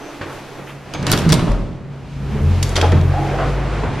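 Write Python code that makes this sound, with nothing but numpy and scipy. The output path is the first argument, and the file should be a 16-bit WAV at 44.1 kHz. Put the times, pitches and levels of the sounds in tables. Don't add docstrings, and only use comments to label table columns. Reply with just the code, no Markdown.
import sys
import numpy as np
from scipy import signal
from scipy.fft import rfft, irfft, next_fast_len
from scipy.io import wavfile
from scipy.ndimage import map_coordinates

SR = 44100
rng = np.random.default_rng(int(sys.argv[2]) if len(sys.argv) > 2 else 0)


def generate_wav(sig):
    pcm = np.round(np.clip(np.atleast_2d(sig).T, -1, 1) * 32767).astype(np.int16)
    wavfile.write(sys.argv[1], SR, pcm)


N = 176400


def amp(db):
    return 10 ** (np.asarray(db) / 20)


def unit(x):
    return x / np.sqrt(np.mean(x ** 2) + 1e-20)


def along(points, hz):
    frequencies, values = np.transpose(points)
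    return np.interp(np.log(hz + 1), np.log(frequencies + 1), values)


def curves(rows):
    times, *columns = np.transpose(rows)
    return [np.interp(np.arange(N) / SR, times, column) for column in columns]


def wobble(rate):
    return map_coordinates(rng.standard_normal(2048), [np.arange(N) * rate / SR], mode="wrap")


def phase(hz):
    return 2 * np.pi * np.cumsum(hz) / SR


def noise(colour, size, tilt_db=0, knee_hz=400):
    # (frequency [Hz], coherence [ratio])
    coherence = [(70, .999), (130, 0.92), (250, 0.83), (500, 0.92), (2000, 0.94), (4000, 0.84),
                 (8000, 0.26), (13000, 0.1)]
    hz = np.fft.rfftfreq(size, 1 / SR)
    angle = np.arccos(np.clip(along(coherence, hz), -1, 1)) / 2
    gain = amp(along(colour, hz) + tilt_db * np.log2(hz + knee_hz))
    spectra = rfft(rng.standard_normal((2, size))) * gain
    mid, side = irfft(spectra * [np.cos(angle), np.sin(angle)], size)
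    return unit(np.array([mid + side, mid - side]))


def add_in_hall(out, start, sound, wet_db):
    # (frequency [Hz], t60 [s])
    hall = [(60, 1.3), (250, 1.34), (700, 1.02), (2000, 0.72), (5000, 0.47), (9000, 0.54), (15000, 0.49)]
    white = noise([(1, 0), (SR, 0)], size=SR)
    hz, t, spectra = signal.stft(white, SR, nperseg=256)
    decay = amp(-60 * t / along(hall, hz)[:, None])
    tail = signal.istft(spectra * decay, SR, nperseg=256)[1]
    response = amp(wet_db) * tail / np.linalg.norm(tail[0])
    heard = signal.fftconvolve(sound.mean(0)[None], response, axes=1)
    heard[:, :sound.shape[1]] += sound
    part = out[:, round(start * SR):][:, :heard.shape[1]]
    part += heard[:, :part.shape[1]]


def ring(modes, ratio, scatter_db, spread_rad=0.12):
    t = np.arange(SR // 2) / SR
    out = np.zeros((2, len(t)))
    for hz, db, t60 in modes:
        envelope = amp(db + scatter_db * rng.normal() - 60 * t / t60)
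        offset = spread_rad * rng.normal() * np.array([[1], [-1]])
        out += envelope * np.sin(2 * np.pi * hz * ratio * t + offset)
    return out


def crack(colour, tilt_db, t60, rise_s, peaks_db=3, peak_spacing_hz=400):
    t = np.arange(SR // 2) / SR
    hz = np.fft.rfftfreq(len(t), 1 / SR)
    ripple = map_coordinates(rng.standard_normal(512), [hz / peak_spacing_hz], mode="wrap")
    resonances = amp(peaks_db * ripple * hz / (hz + 1000))
    spectrum = rfft(noise(colour, size=len(t), tilt_db=tilt_db))
    body = unit(irfft(spectrum * resonances, len(t)))
    return body * amp(-60 * t / max(t60, .002)) * (1 - np.exp(-t / rise_s))


def rush(waver_db=1.1):
    # (time [s], rumble level [dB], middle level [dB], treble level [dB])
    rush_levels = [(0, -64, -34, -43.5), (.35, -49.5, -34.5, -42.5), (.85, -42, -39, -46.5),
                   (1.15, -22, -22.5, -33), (1.5, -20, -32.5, -39), (1.799, -35.5, -43.5, -55),
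                   (2.08, -35.5, -41, -50.5), (2.35, -25.5, -32.5, -42), (2.7, -29.5, -29.5, -38),
                   (3.051, -49, -30.5, -43.5), (3.25, -31, -26, -37), (3.449, -27.5, -25.5, -38.5),
                   (3.7, -30.5, -26.5, -40), (4, -24.5, -27, -38)]
    # (time [s], level [dB])
    hiss_levels = [(0, -51.5), (.25, -55), (.33, -47), (.42, -53), (.63, -54), (.69, -47), (.78, -56.5),
                   (1.4, -68), (1.8, -73), (2.2, -61), (2.45, -50.5), (3.25, -53), (3.6, -58), (4, -74)]
    # (frequency [Hz], level [dB])
    rumble = [(24, -22), (42, -1), (70, 2.5), (130, 3.5), (210, 0), (300, -7), (600, -80)]
    middle = [(100, -8.5), (200, -4.5), (330, 2), (700, -2.5), (1100, -6), (1600, -9.5), (2500, -15.5),
              (13000, -65)]
    treble = [(700, 0.5), (1500, -6.5), (2400, 1.5), (4000, -3), (6300, -9), (9000, -16), (12300, -29),
              (14000, -52)]
    hiss = [(2000, -16), (6200, 0), (8000, -6.5), (12300, -3), (13300, -9), (16000, -9)]
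    bands = zip(curves(rush_levels) + curves(hiss_levels), (rumble, middle, treble, hiss))
    return sum(amp(db + waver_db * wobble(16)) * noise(colour, size=N) for db, colour in bands)


def hum(hz=137.2, wander_hz=2.05, waver_db=2.4):
    # (time [s], level [dB])
    levels = [(0, -55), (.3, -41), (.9, -41), (1.7, -43), (1.92, -30), (2.02, -34), (2.15, -27.5),
              (2.45, -23.5), (2.75, -28.5), (3, -24), (3.2, -21), (3.5, -27.5), (4, -26)]
    rms = amp(curves(levels)[0] + waver_db * wobble(13))
    return np.sqrt(2) * rms * np.sin(phase(hz + wander_hz * wobble(20)))


def drone(start_s=2.04, fade_s=0.27, third_db=-14.5):
    # (time [s], pitch [Hz], fundamental level [dB], octave level [dB])
    glide = [(2.2, 29, -41, -27), (2.32, 30.7, -46, -25), (2.39, 39.1, -25, -23), (2.44, 40.8, -27, -13.5),
             (2.52, 43.7, -22, -12.5), (2.63, 46, -26.5, -17.5), (2.72, 45.6, -22, -25.5),
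             (2.83, 42.9, -26, -14), (2.93, 43.97, -27, -11), (3.13, 43.96, -23.5, -16.5),
             (3.27, 47.3, -29, -32), (3.48, 51.2, -20, -32), (3.82, 51, -22, -28.5), (3.96, 46.7, -40, -40)]
    hz, first_db, octave_db = curves(glide)
    angle = phase(hz)
    odd = amp(first_db) * (np.sin(angle) + amp(third_db) * np.sin(3 * angle))
    octave = amp(octave_db) * np.sin(2 * angle)
    fade_in = np.clip((np.arange(N) / SR - start_s) / fade_s, 0, 1)
    return np.sqrt(2) * (odd + octave) * fade_in


def rubs(edge_s=.008):
    # (time [s], pitch [Hz], bandwidth [Hz], level [dB], length [s])
    strokes = [(0, 300.8, 61.1, -42.5, 0.31), (0, 6130, 258, -53, 0.12), (0.209, 1680, 393, -30, 0.034),
               (0.27, 1135, 904, -36.5, 0.075), (0.666, 2082, 2810, -37, 0.057),
               (2.259, 413, 89.5, -33.5, 0.2), (2.299, 207.3, 32.3, -28, 0.26),
               (2.821, 510, 107, -26, 0.057), (2.823, 760, 254, -19, 0.04), (3.128, 752, 228, -26, 0.166),
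               (3.293, 690, 245, -28.5, 0.12), (3.183, 330.7, 26.3, -31, 0.12),
               (3.28, 509.5, 69.7, -32.5, 0.24), (3.38, 698.7, 194, -25, 0.065),
               (3.379, 1305, 698, -30.5, 0.1)]
    out, t = np.zeros((2, N)), np.arange(SR // 2) / SR
    for start, hz, width, db, length in strokes:
        roughness = (wobble(width) + 1j * wobble(width))[:len(t)]
        envelope = np.clip(t / edge_s, 0, 1) * np.clip((length - t) / (2 * edge_s), 0, 1)
        moan = np.real(roughness * np.exp(2j * np.pi * hz * t)) * envelope
        rub = amp(db) * unit(moan) * np.sqrt(np.mean(envelope ** 2))
        add_in_hall(out, start, np.array([rub, rub]), wet_db=-7.5)
    return out


def clatter():
    # (time [s], level [dB], tilt [dB/octave], t60 [s])
    taps = [(2.627, -13, 4.5, 0.041), (2.692, -24, 8, 0.021), (2.756, -13, -3, .04),
            (2.763, -9.5, -1, 0.048), (2.777, -21, 2, 0.032), (2.8129, -8, -2, 0.023),
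            (2.919, -16.5, -5, .03), (3.012, -25.5, -2.5, 0.017)]
    # (time [s], level [dB], tilt [dB/octave], t60 [s])
    knocks = [(.212, -26, -0.5, 0.18), (.59, -27, -7.5, 0.084), (.945, -21, 0, 0.094),
              (1.071, -23.5, 6, 0.41), (1.13, -15.5, -1, 0.08), (1.325, -14, -14, 0.21),
              (1.392, -20.5, 1.5, 0.11), (1.47, -18.5, -11.5, 0.19), (2.775, -16, -4.5, 0.2),
              (2.825, -12.5, -9, 0.14), (2.921, -16, -6, 0.11), (2.966, -27, -1, .16),
              (3.382, -23, -3.5, 0.26), (3.833, -17.5, -6.5, .11)]
    # (frequency [Hz], level [dB])
    tap_colour = [(150, -4), (700, -4.5), (1500, -5), (3200, 0.5), (5500, -1.5), (8000, -9.5), (12000, -19),
                  (15000, -30)]
    knock_colour = [(80, -48), (200, -7), (480, 3), (600, 3), (760, -2), (1100, 0.5), (1800, -4),
                    (3500, -10), (8000, -29), (15000, -51)]
    out = np.zeros((2, N))
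    for start, db, tilt, t60 in taps:
        add_in_hall(out, start, amp(db) * crack(tap_colour, tilt, t60, rise_s=0.0007), wet_db=-4)
    for start, db, tilt, t60 in knocks:
        add_in_hall(out, start, amp(db) * crack(knock_colour, tilt, t60, rise_s=0.0013), wet_db=-3)
    return out


def puff(start_s=1.485, rise_s=.015, t60=.6, db=-13):
    # (frequency [Hz], level [dB])
    colour = [(24, -15), (40, 16), (60, -14), (95, 0), (150, -26), (400, -84)]
    t = np.maximum(np.arange(N) / SR - start_s, 0)
    envelope = (1 - np.exp(-t / rise_s)) * amp(-60 * t / t60)
    return amp(db) * envelope * noise(colour, size=N)


def leaf(rise_s=0.0014):
    # (time [s], level [dB], mode frequency factor [ratio])
    shoves = [(0.21, -28, 1.05), (0.599, -37, 1.05), (0.942, -23, 1.1), (.995, -22, 1), (1.029, -20.5, 1),
              (1.075, -13.5, 1), (1.116, -13.5, 1.1), (1.251, -11, 1.15), (1.264, -7.5, 1.18),
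              (1.286, -8.5, 1), (1.321, -7, 1), (1.426, -16, 1.25), (1.521, -19, 1.1), (2.93, -9, 1.12),
              (2.957, -12.5, 1.02), (3.839, -19, 1.05)]
    # (nominal frequency [Hz], level [dB], t60 [s])
    modes = [(95.2, -8, 0.24), (106.6, -10.5, 0.81), (139.8, 1.5, 0.22), (180, -3.5, 0.19),
             (215.8, -3, 0.088), (275.4, -6, 0.12)]
    out = np.zeros((2, N))
    onset = 1 - np.exp(-np.arange(SR // 2) / SR / rise_s)
    for start, db, ratio in shoves:
        boom = ring(modes, ratio, scatter_db=3.5, spread_rad=0.077)
        add_in_hall(out, start, amp(db) * onset * boom, wet_db=-9)
    return out


def latch(wet_db=-9.5):
    # (time [s], level [dB], tilt [dB/octave], contact t60 [s])
    strikes = [(.9365, -21.5, -4, .035), (1.027, -28, -2.5, 0.032), (1.0673, -10, 0, 0.015),
               (1.098, -22, -3, 0.057), (1.115, -5.5, 18, 0.021), (1.117, -1.5, 2, 0.014),
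               (1.1243, -11.5, 1.5, 0.053), (1.134, -9.5, -7, 0.041), (1.1757, -9.5, -1.5, 0.013),
               (1.187, -23, 1.5, 0.055), (1.2555, -23, -10, 0.016), (1.2905, -17.5, 1, .04),
               (1.3005, -18, -6, 0.1), (1.322, 8, -3.5, 0.0054), (1.3255, -10, -2.5, .02),
               (1.3275, -6.5, -0.5, 0.027), (1.339, -15, 1.5, 0.05), (1.5164, -28.5, -3.5, 0.026)]
    # (frequency [Hz], level [dB])
    colour = [(150, -6), (600, -11), (1300, -1.5), (2500, -3), (4500, 4), (6500, -2), (9000, -5.5),
              (12000, -12.5), (15000, -21)]
    # (nominal frequency [Hz], level [dB], t60 [s])
    bar_modes = [(1696, -7, 0.048), (2140, -3, .06), (2840, -7, 0.082), (3430, -13, 0.081),
                 (4350, -10, 0.055), (4840, -1, 0.056), (5700, -1, 0.03), (6700, -4, 0.033)]
    spring_modes = [(6600, -0.5, 0.15)]
    out = np.zeros((2, N))
    for start, db, tilt, t60 in strikes:
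        bar_gain = amp(-17) * t60 / .03
        bar = bar_gain * ring(bar_modes, ratio=1 + .022 * rng.normal(), scatter_db=2.5)
        contact = crack(colour, tilt, t60, rise_s=0.00042)
        add_in_hall(out, start, amp(db) * (contact + bar), wet_db)
    ping = amp(-33) * ring(spring_modes, ratio=0.97, scatter_db=5.0)
    add_in_hall(out, start=.938, sound=ping, wet_db=wet_db)
    grind_start_s, grind_length_s, slips = 1.06, .16, 14
    for k, jitter in enumerate(rng.random(size=slips)):
        slip = amp(-25) * crack(colour, tilt_db=-1, t60=.018, rise_s=0.00051)
        add_in_hall(out, grind_start_s + grind_length_s * (k + jitter) / slips, slip, wet_db)
    return out


def scene():
    return latch() + clatter() + leaf() + puff() + rubs() + rush() + drone() + hum()


def record(dry, top_hz=16100):
    # (frequency [Hz], gain [dB])
    response = [(20, 5), (36, -0.5), (12300, -0.5), (13200, -4), (16000, -16)]
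    # (frequency [Hz], left minus right [dB])
    balance = [(125, 1), (190, -3), (255, 0), (370, -5.5), (500, 0)]
    size = next_fast_len(N + SR // 2)
    hz = np.fft.rfftfreq(size, 1 / SR)
    gain = amp(along(response, hz) + along(balance, hz) * np.array([[.5], [-.5]]))
    coloured = irfft(rfft(dry, size) * gain, size)
    clipped = np.clip(coloured, -1, 1)
    return irfft(rfft(clipped) * (hz < top_hz), size)[:, :N]


dry = scene()
out = record(dry)
generate_wav(out)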